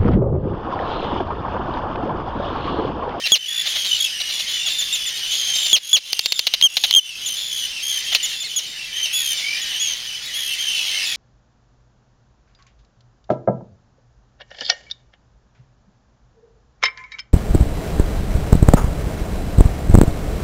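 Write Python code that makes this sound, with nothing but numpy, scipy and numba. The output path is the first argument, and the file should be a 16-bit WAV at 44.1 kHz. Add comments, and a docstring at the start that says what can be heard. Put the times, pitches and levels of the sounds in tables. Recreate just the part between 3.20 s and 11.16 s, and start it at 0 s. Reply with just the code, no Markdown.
"""A sharp "kip" from a tern on its nest, very close, cuts through the wash of a whole colony.
More kips follow, then a rattle of dry ticks and two stuttered notes. Neighbours answer with kips,
creaks and trilled, mostly falling cries. A membrane in each bird's voice box whistles for the clear
notes; for ticks and creaks it slaps, and each slap rings the throat and bill.
An automatic gain control turns everything down at each close call and lets the colony swell back."""
import sys
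import numpy as np
from scipy import signal
from scipy.fft import rfft, irfft, next_fast_len
from scipy.io import wavfile
from scipy.ndimage import uniform_filter1d, map_coordinates
from numba import njit

SR = 44100
rng = np.random.default_rng(int(sys.argv[2]) if len(sys.argv) > 2 else 0)


def digitize_waveform(pressure):
    """Quantize a signal to 16-bit integers and store it at the path in sys.argv[1].

    Rows of a 2-D input are taken as channels; values are limited to [-1, 1].
    """
    field = np.atleast_2d(pressure).T
    bounded = np.clip(field, -1, 1)
    quanta = np.round(bounded * 32767).astype(np.int16)
    wavfile.write(sys.argv[1], SR, quanta)


N = 351036

# All levels in the tables are relative.
# the close tern's kips: (time [s], whistle length [s], pitch [Hz], level [dB], air burst [dB])
TERN_KIPS = [(0.1198, 0.036, 3384, 3, -12), (2.5303, .034, 3360, 7, -5.5), (2.7306, .037, 3420, 6.5, -14),
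             (4.9486, 0.0023, 2860, 0.5, -28)]
# its dry ticks, longer as the rattle goes on: (time [s], length [s], level [dB])
TERN_TICKS = [(2.931, 0.006, 10), (2.993, 0.0071, 12), (3.059, 0.0083, 12), (3.122, 0.0092, 9),
              (3.193, 0.0085, 10.5), (3.2688, 0.013, 9.5), (3.338, .015, 6), (3.569, 0.016, 6.5),
              (3.638, 0.02, 5)]
# its stuttered notes: (click time [s], whistle time [s], click level [dB], whistle level [dB])
TERN_STUTTERS = [(3.413, 3.4355, 0.5, 2.5), (3.71, 3.76, 5.5, 4.5)]
# neighbours' trilled cries: (time [s], length [s], first pitch [Hz], last pitch [Hz], level [dB],
# octave level [dB], upper overtones [dB])
NEIGHBOUR_CRIES = [(.177, 0.097, 3160, 2930, -26, -37, -49), (0.264, .17, 3350, 3470, -25.5, -37, -43.5),
                   (0.697, 0.076, 3044, 2893, -21, -33, -47), (0.783, 0.085, 3290, 3360, -22.5, -31, -39.5),
                   (0.934, 0.3, 2950, 2880, -33.5, -40, -49.5), (0.844, 0.23, 3020, 2685, -42, -55, -51),
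                   (1.316, 0.14, 3400, 3610, -30.5, -38.5, -57), (1.517, .37, 3650, 3400, -30, -50, -49),
                   (1.619, 0.41, 3190, 2966, -37, -43, -50), (2.102, 0.3, 3360, 3120, -29.5, -31.5, -47),
                   (2.334, 0.21, 3780, 3520, -28.5, -31.5, -45.5), (2.626, 0.17, 3210, 3400, -27, -29, -37),
                   (2.885, 0.14, 3015, 3180, -29, -34, -41.5), (3.032, 0.2, 3730, 3536, -26, -32.5, -46),
                   (3.482, .21, 3370, 3270, -35, -36.5, -45), (3.794, 0.12, 3200, 2890, -28.5, -38, -46),
                   (4.069, 0.095, 3140, 3060, -33, -34.5, -42.5),
                   (4.159, .29, 3665, 3285, -32, -40.5, -48.5), (4.312, .17, 3150, 3000, -32, -38, -45.5),
                   (4.62, .2, 3364, 3040, -28.5, -33, -42), (4.857, 0.16, 3480, 2900, -31, -44, -53),
                   (5.748, .12, 3210, 3090, -29.5, -36.5, -52), (5.925, 0.23, 3650, 3020, -26.5, -31, -37),
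                   (6.22, .17, 2180, 2420, -28, -42, -56), (6.59, .16, 3665, 2980, -28, -28.5, -50),
                   (7.134, .23, 3594, 3065, -30, -41, -43), (7.376, 0.27, 3287, 2947, -27.5, -37.5, -47.5),
                   (7.718, 0.149, 2103, 2240, -36, -51, -47)]
# their kips: (time [s], pitch [Hz], level [dB], octave level [dB])
NEIGHBOUR_KIPS = [(0.038, 2780, -32.5, -40), (1.46, 3436, -32, -38), (1.585, 3574, -32.5, -34),
                  (1.726, 3706, -32, -33.5), (1.862, 3590, -35, -38.5), (4.058, 3506, -38, -36),
                  (4.937, 3510, -40, -38.5), (5.028, 3554, -35.5, -32.5), (5.201, 3590, -38.5, -40.5),
                  (5.24, 2170, -47, -38.5), (5.361, 3400, -34.5, -30.5), (5.829, 3126, -32, -35),
                  (6.172, 3620, -36, -44), (6.345, 2510, -51, -41), (6.415, 3410, -40, -41.5),
                  (7.827, 2540, -51, -37.5)]
# their creaks: (time [s], length [s], starting level [dB], throat ring [Hz])
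NEIGHBOUR_CREAKS = [(0.055, 0.02, -14, 4100), (0.457, 0.023, -14.5, 3780), (0.555, 0.016, -13, 3550),
                    (1.001, 0.019, -15, 4000), (1.091, 0.023, -17.5, 3980), (1.193, 0.016, -16.5, 3950),
                    (1.453, 0.037, -18, 3600), (2.271, 0.034, -25, 4400), (2.358, 0.011, -15, 4860),
                    (2.453, 0.02, -16.5, 4400), (4.921, 0.015, -9, 3330)]
# their harsh rattles: (time [s], length [s], first slap rate [Hz], starting level [dB], throat ring [Hz])
NEIGHBOUR_RATTLES = [(.647, 0.028, 198.4, -10, 3970), (4.149, 0.11, 99.8, -18.5, 3800),
                     (6.111, .3, 104.7, -20, 5100), (6.657, 0.21, 127.7, -16.5, 3300),
                     (7.572, .29, 100.2, -14.5, 4060)]
# how loud the colony is, one list before the close tern's outburst and one after:
# (time [s], shrill birds [dB], low-voiced birds [dB])
COLONY_LEVELS = [
    [(0.4, -37, -39.5), (0.474, -31.5, -42), (0.542, -33.5, -39), (0.796, -32.5, -54), (1.04, -37.5, -42),
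     (1.33, -34, -41), (1.7, -35, -44.5), (2.082, -35.5, -43), (2.3, -31.5, -47)],
    [(4.15, -38.5, -72), (4.38, -38, -45), (4.72, -36, -42), (4.99, -34, -37.5), (5.26, -40.5, -49.5),
     (5.76, -40, -38.5), (6.19, -34.5, -37.5), (7.01, -38, -40.5), (7.96, -31.5, -37.5)],
]
# the tone of far voices blurred together: (frequency [Hz], level [dB])
WASH_TONE = [(300, -25.5), (700, -22), (1200, -19), (1900, -10), (2600, -4.5), (3150, -11.5), (3900, -5),
             (5200, -2.5), (6600, -14), (9500, -25.5), (13000, -58), (16000, -26)]
# the tone of the low outdoor rumble: (frequency [Hz], level [dB])
RUMBLE_TONE = [(20, 1), (50, 0), (110, -2), (250, -7), (500, -10.5), (1000, -17.5), (3000, -25)]
# the echo off the wall and ground: (frequency [Hz], time to fade by 60 dB [s])
ECHO_FADE = [(500, 0.29), (3000, 0.45), (12000, 0.35)]
# the microphone's tone, with two narrow dips in the treble: (frequency [Hz], gain [dB])
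MIC_TONE = [(20, -6), (6900, 2.5), (7350, 1), (7750, -4), (8300, 4), (9200, 5), (10400, 4), (11600, -1),
            (12800, 4), (15800, -0.5)]


def sitting_tern():
    """The close bird: whistled kips that break into a creak, dry ticks and stuttered notes."""
    out = np.zeros(N)
    for s, length, hz, db, air_db in TERN_KIPS:
        whistle = close_whistle(length, hz, db, fall=.261, octave_db=-7, release=.94,
                                kick_db=3, air_db=air_db)
        add(out, s, whistle)
        add(out, s + length, close_creak(.021, first_hz=665, last_hz=383, db=db + 4.5, throat_hz=4150))
    for s, length, db in TERN_TICKS:
        stretch = length / .0065  # a longer tick slaps faster and rings deeper
        slap_hz = 472 * stretch ** .6
        add(out, s, close_creak(length, slap_hz, .53 * slap_hz, db, throat_hz=4590 / stretch ** .17))
    return out + sum(stutter(*row) for row in TERN_STUTTERS)


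def stutter(click_s, held_s, click_db, db):
    """The voice catches: a click, pips that grow longer and louder, then a held whistle that fades."""
    gap_s, held_length = .011, .042
    out = np.zeros(N)
    add(out, click_s, close_creak(.0033, first_hz=1100, last_hz=860, db=click_db, throat_hz=3900))
    pip_times = np.arange(held_s - gap_s, click_s + gap_s / 3, -gap_s)  # last pip first
    for k, s in enumerate(pip_times):
        pip = close_whistle(.0068 * .7 ** k, hz=3215, db=db - 6 * k,
                            fall=.013, octave_db=-11.5, release=.66)
        add(out, s, pip)
    held = close_whistle(held_length, hz=3228, db=db, fall=.14, octave_db=-11.5, release=.78)
    _, progress = clock(held_length)
    add(out, held_s, held * (1 - progress ** 6))
    return out


def close_whistle(length, hz, db, fall, octave_db, release, kick_db=0, air_db=-120):
    """A clean note with a trace of hiss; it may start with a rough kick and air from the bill."""
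    levels = db, db + octave_db, db - 28
    note = kip(length, hz, levels, rough=.0034, attack_s=.0018, release=release, fall=fall, scoop=.0086)
    kick = kick_db * np.exp(-np.arange(len(note)) / SR / .0011)
    breath = uniform_filter1d(uniform_filter1d(rng.standard_normal(len(note)), size=70), size=40)
    hiss = (.091 + .11 * kick) * rng.standard_normal(len(note))
    return amp(air_db) * kick * breath + note * amp(kick) * (1 + hiss)


def close_creak(length, first_hz, last_hz, db, throat_hz):
    """Dry slaps that start hard and fade."""
    return creak(length, first_hz, last_hz, db, throat_hz, swell_db=-12, jitter=.035, snap=.19)


def kip(length, hz, levels, rough, attack_s, release, fall, scoop):
    """A short arched note that holds its pitch, then drops as the air pressure runs out."""
    t, progress = clock(length)
    # scoop, fall and rough are shares of the pitch; release is a share of the length
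    arch = 1 - scoop * (1 - progress) ** 4 - fall * progress ** 3.58
    pitch = hz * (arch + rough * wobble(880, len(t)))
    shape = np.clip(t / attack_s, 0, 1) * np.clip((1 - progress) / release, 0, 1) ** .39
    return shape * voice_box(pitch, *levels)


def creak(length, first_hz, last_hz, db, throat_hz, swell_db, jitter, snap):
    """Uneven membrane slaps, sliding from one rate to another, ring the windpipe, throat and bill."""
    t, progress = clock(length)
    rate = (first_hz + (last_hz - first_hz) * progress) * (1 + jitter * wobble(500, len(t)))
    slaps = np.diff(np.floor(np.cumsum(rate) / SR), prepend=-1)  # one spike each cycle
    slaps *= amp(db + swell_db * progress + rng.standard_normal(len(t)))
    age, _ = clock(.012)
    # ringing tones: (frequency [Hz], width [Hz], level [dB])
    tones = [(720, 450, -25), (2150, 450, -14), (2900, 500, -7), (throat_hz, 520, -3), (6500, 900, -16)]
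    ring = sum(amp(level) * np.exp(-np.pi * width * age) * np.sin(2 * np.pi * hz * age) * (-1) ** k
               for k, (hz, width, level) in enumerate(tones))
    ring[:2] += snap * np.array([1, -1])  # a bright edge on each slap
    ring += .12 * np.exp(-age / .00014)  # and a small puff of air
    return np.convolve(slaps, ring)


def voice_box(hz, db, octave_db, upper_db):
    """A whistling membrane: one pitch and four overtones."""
    phase = 2 * np.pi * np.cumsum(hz) / SR
    levels = db, octave_db, upper_db, upper_db - 2, upper_db - 14
    return np.sqrt(2) * sum(amp(level) * np.sin(k * phase) * (k * hz < SR / 2)
                            for k, level in enumerate(levels, start=1))


def neighbours():
    """Birds a few nests away and overhead cry, kip, creak and rattle, with a light echo."""
    out = np.zeros(N)
    for s, length, first_hz, last_hz, *levels in NEIGHBOUR_CRIES:
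        trill_hz = 53.77 * (first_hz / last_hz) ** 1.575  # faster the further the cry falls
        add(out, s, cry(length, first_hz, last_hz, trill_hz, levels, rough=.0029, hoarse=3.2))
    kip_length = .038
    for s, hz, db, octave_db in NEIGHBOUR_KIPS:
        levels = db, octave_db, octave_db - 15.5
        note = kip(kip_length, hz, levels, rough=.012, attack_s=.002, release=.55, fall=.253, scoop=.01)
        add(out, s, amp(8.5) * note)
        # as the whistle fails, the membrane ends on a short creak
        ending = creak(.021, 750, 450, db + 16, throat_hz=3850, swell_db=-1, jitter=.077, snap=.23)
        add(out, s + .72 * kip_length, ending)
    for s, length, db, throat_hz in NEIGHBOUR_CREAKS:
        add(out, s, creak(length, 841, 559, db, throat_hz, swell_db=6.5, jitter=.046, snap=.16))
    for s, length, slap_hz, db, throat_hz in NEIGHBOUR_RATTLES:
        rattle = creak(length, slap_hz, .92 * slap_hz, db, throat_hz, swell_db=2, jitter=.04, snap=.25)
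        add(out, s, rattle)
    return out + amp(-13) * echo(out)


def cry(length, first_hz, last_hz, trill_hz, levels, rough, hoarse=0):
    """A cry scoops up to its pitch, breaks into an uneven trill and ends hoarse."""
    t, progress = clock(length)
    beat = 2 * np.pi * np.cumsum(trill_hz * (1 + .063 * wobble(21.5, len(t)))) / SR
    # the further a cry falls, the longer it whistles cleanly before the trill
    clean_s = np.clip(.5 * (first_hz - last_hz) / first_hz - .015, 0, .06)
    trill = np.clip((t - clean_s) / .015 + 1, 0, 1)
    glide = first_hz + (last_hz - first_hz) * progress ** .7
    scoop = 1 - .16 * np.exp(-t / (.002 + .25 * clean_s))
    waver = .007 * wobble(24, len(t))
    rasp = rough * (1 + hoarse * progress ** 2) * wobble(700, len(t))
    pitch = glide * scoop * (1 + .012 * trill * np.cos(beat) + waver + rasp)
    pulses = 1 - .44 * trill * (1 - np.tanh(3.5 * (np.sin(beat) + .25)))  # the level dips on each beat
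    uneven = amp(1.6 * wobble(60, len(t)) + 2.5 * progress ** 2 * wobble(1600, len(t)))
    shape = np.clip(t / .014, 0, 1) * np.clip((1 - progress) / .1, 0, 1)
    return unit(pulses * shape * uneven) * voice_box(pitch, *levels)


def colony():
    """Distant callers merge into a wash; a faint rumble and hum lie beneath."""
    times, *columns = np.vstack(COLONY_LEVELS).T
    shrill_gain, low_gain = (amp(np.interp(np.arange(N) / SR, times, db)) for db in columns)
    wash = amp(-4) * rush(WASH_TONE)
    callers = amp(2) * flock(3172, spread=.09, octave_db=-8, upper_db=-17, cry_length=.11, count=130)
    low_voices = amp(2) * flock(2152, spread=.13, octave_db=-3, upper_db=-14, cry_length=.04, count=260)
    hum_hz = 151 + 1.27 * wobble(4.1, N)
    hum = amp(-58.5) * np.sin(2 * np.pi * np.cumsum(hum_hz) / SR)
    rumble = amp(-51) * rush(RUMBLE_TONE)
    return amp(4.5) * shrill_gain * (callers + wash) + low_gain * low_voices + rumble + hum


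def flock(pitch_hz, spread, octave_db, upper_db, cry_length, count):
    """Many distant birds at random times, each with a cry, an arched kip and a rattle."""
    out = np.zeros(N + SR)
    times = (np.arange(count)[:, None] + rng.random((count, 3))) / count * (N / SR + .5)
    traits = rng.uniform(-1.7, 1.7, (count, 5))  # every bird has its own voice
    for (cry_s, kip_s, rattle_s), (high, loud, long, fast, slope) in zip(times, traits):
        hz, db = pitch_hz * np.exp(spread * high), 2.5 * loud
        levels = db, db + octave_db, db + upper_db
        length, trill_hz = cry_length * np.exp(.3 * long), 62 * np.exp(.2 * fast)
        add(out, cry_s, cry(length, hz * 1.03, hz * (.93 + .07 * slope), trill_hz, levels, rough=.012))
        note = kip(.045, hz * 1.07, levels, rough=.012, attack_s=.006, release=.3, fall=.2, scoop=.1)
        add(out, kip_s, amp(3) * note)
        slap_hz = 300 * np.exp(.6 * fast)
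        rattle = creak(.05, slap_hz, 250, db + 14.5, hz * 1.2, swell_db=3.5, jitter=.15, snap=.15)
        add(out, rattle_s, rattle)
    out = out[SR // 2:][:N]  # begin with the birds already calling
    return unit(out + amp(-2) * echo(out))


def rush(tone, patchy_db=2):
    """Noise of the given tone, with drifting louder and softer patches."""
    _, _, bands = signal.stft(rng.standard_normal(N), nperseg=512)
    patches = uniform_filter1d(rng.standard_normal(bands.shape), size=4, axis=0)
    patches = uniform_filter1d(patches, size=8, axis=1)
    _, noise = signal.istft(bands * amp(patchy_db * unit(patches)), nperseg=512)
    return unit(coloured(noise[:N], tone))


def echo(x):
    """A short, blurred answer from the wall and ground."""
    hz, t, bands = signal.stft(rng.standard_normal(SR // 3), SR, nperseg=256)
    fade = amp(-60 * t / along(ECHO_FADE, hz)[:, None])
    _, tail = signal.istft(bands * fade, SR, nperseg=256)
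    return signal.fftconvolve(x, tail / np.linalg.norm(tail))[:N]


def amp(db):
    """Turn decibels into a gain."""
    return 10 ** (np.asarray(db) / 20)


def unit(x):
    """Scale a signal to an average power of 1."""
    return x / np.sqrt(np.mean(x ** 2) + 1e-20)


def along(points, hz):
    """Read between (frequency [Hz], value) points, with octaves evenly spaced."""
    frequencies, values = np.transpose(points)
    return np.interp(np.log(hz + 1), np.log(frequencies + 1), values)


def wobble(rate, size):
    """A smooth curve through `rate` random points a second."""
    points = rng.standard_normal(int(size * rate / SR) + 4)
    return map_coordinates(points, [np.arange(size) * rate / SR])


def clock(length):
    """Seconds, and progress from 0 to 1, through one call."""
    t = np.arange(max(int(length * SR), 32)) / SR
    return t, t / t[-1]


def add(track, s, x):
    """Mix x into the track at s seconds."""
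    start = max(round(s * SR), 0)
    part = track[start:start + len(x)]
    part += x[:len(part)]


def coloured(x, tone):
    """Filter x to a (frequency [Hz], gain [dB]) shape."""
    size = 2 * next_fast_len(N // 2 + 8192)
    log_gain = np.log(amp(along(tone, np.fft.rfftfreq(size, 1 / SR))))
    # fold the filter in time so it rings only after a sound, never before
    folded = irfft(log_gain)
    folded[1:size // 2] *= 2
    folded[size // 2 + 1:] = 0
    return irfft(rfft(x, size) * np.exp(rfft(folded)))[:N]


@njit
def held_peak(size, charge, leak):
    """Follow the peaks of a signal: rise fast, sink slowly."""
    out, held = np.empty(len(size)), 0.0
    for i in range(len(size)):
        held += max(size[i] - held, 0.0) * charge - held * leak
        out[i] = held
    return out


def scene():
    """Everything that reaches the microphone, in one channel."""
    return (sitting_tern() + neighbours() + colony())[None]


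def record(dry, limit=.65, attack_s=.00018, release_s=.15, ceiling=.93, top_hz=16000):
    """The microphone colours the sound, gain control ducks loud calls, and the top treble is cut."""
    x = coloured(dry[0], MIC_TONE)
    peak = held_peak(np.abs(x), 1 / (attack_s * SR), 1 / (release_s * SR))
    x = x / np.maximum(peak / limit, 1)
    x = x / (1 + (x / ceiling) ** 8) ** (1 / 8)  # round off peaks that outrun the gain control
    size = next_fast_len(N + 8192)
    treble_cut = 1 + (np.fft.rfftfreq(size, 1 / SR) / top_hz) ** 160
    return irfft(rfft(x, size) / treble_cut, size)[None, :N]


dry = scene()
out = record(dry)
digitize_waveform(out)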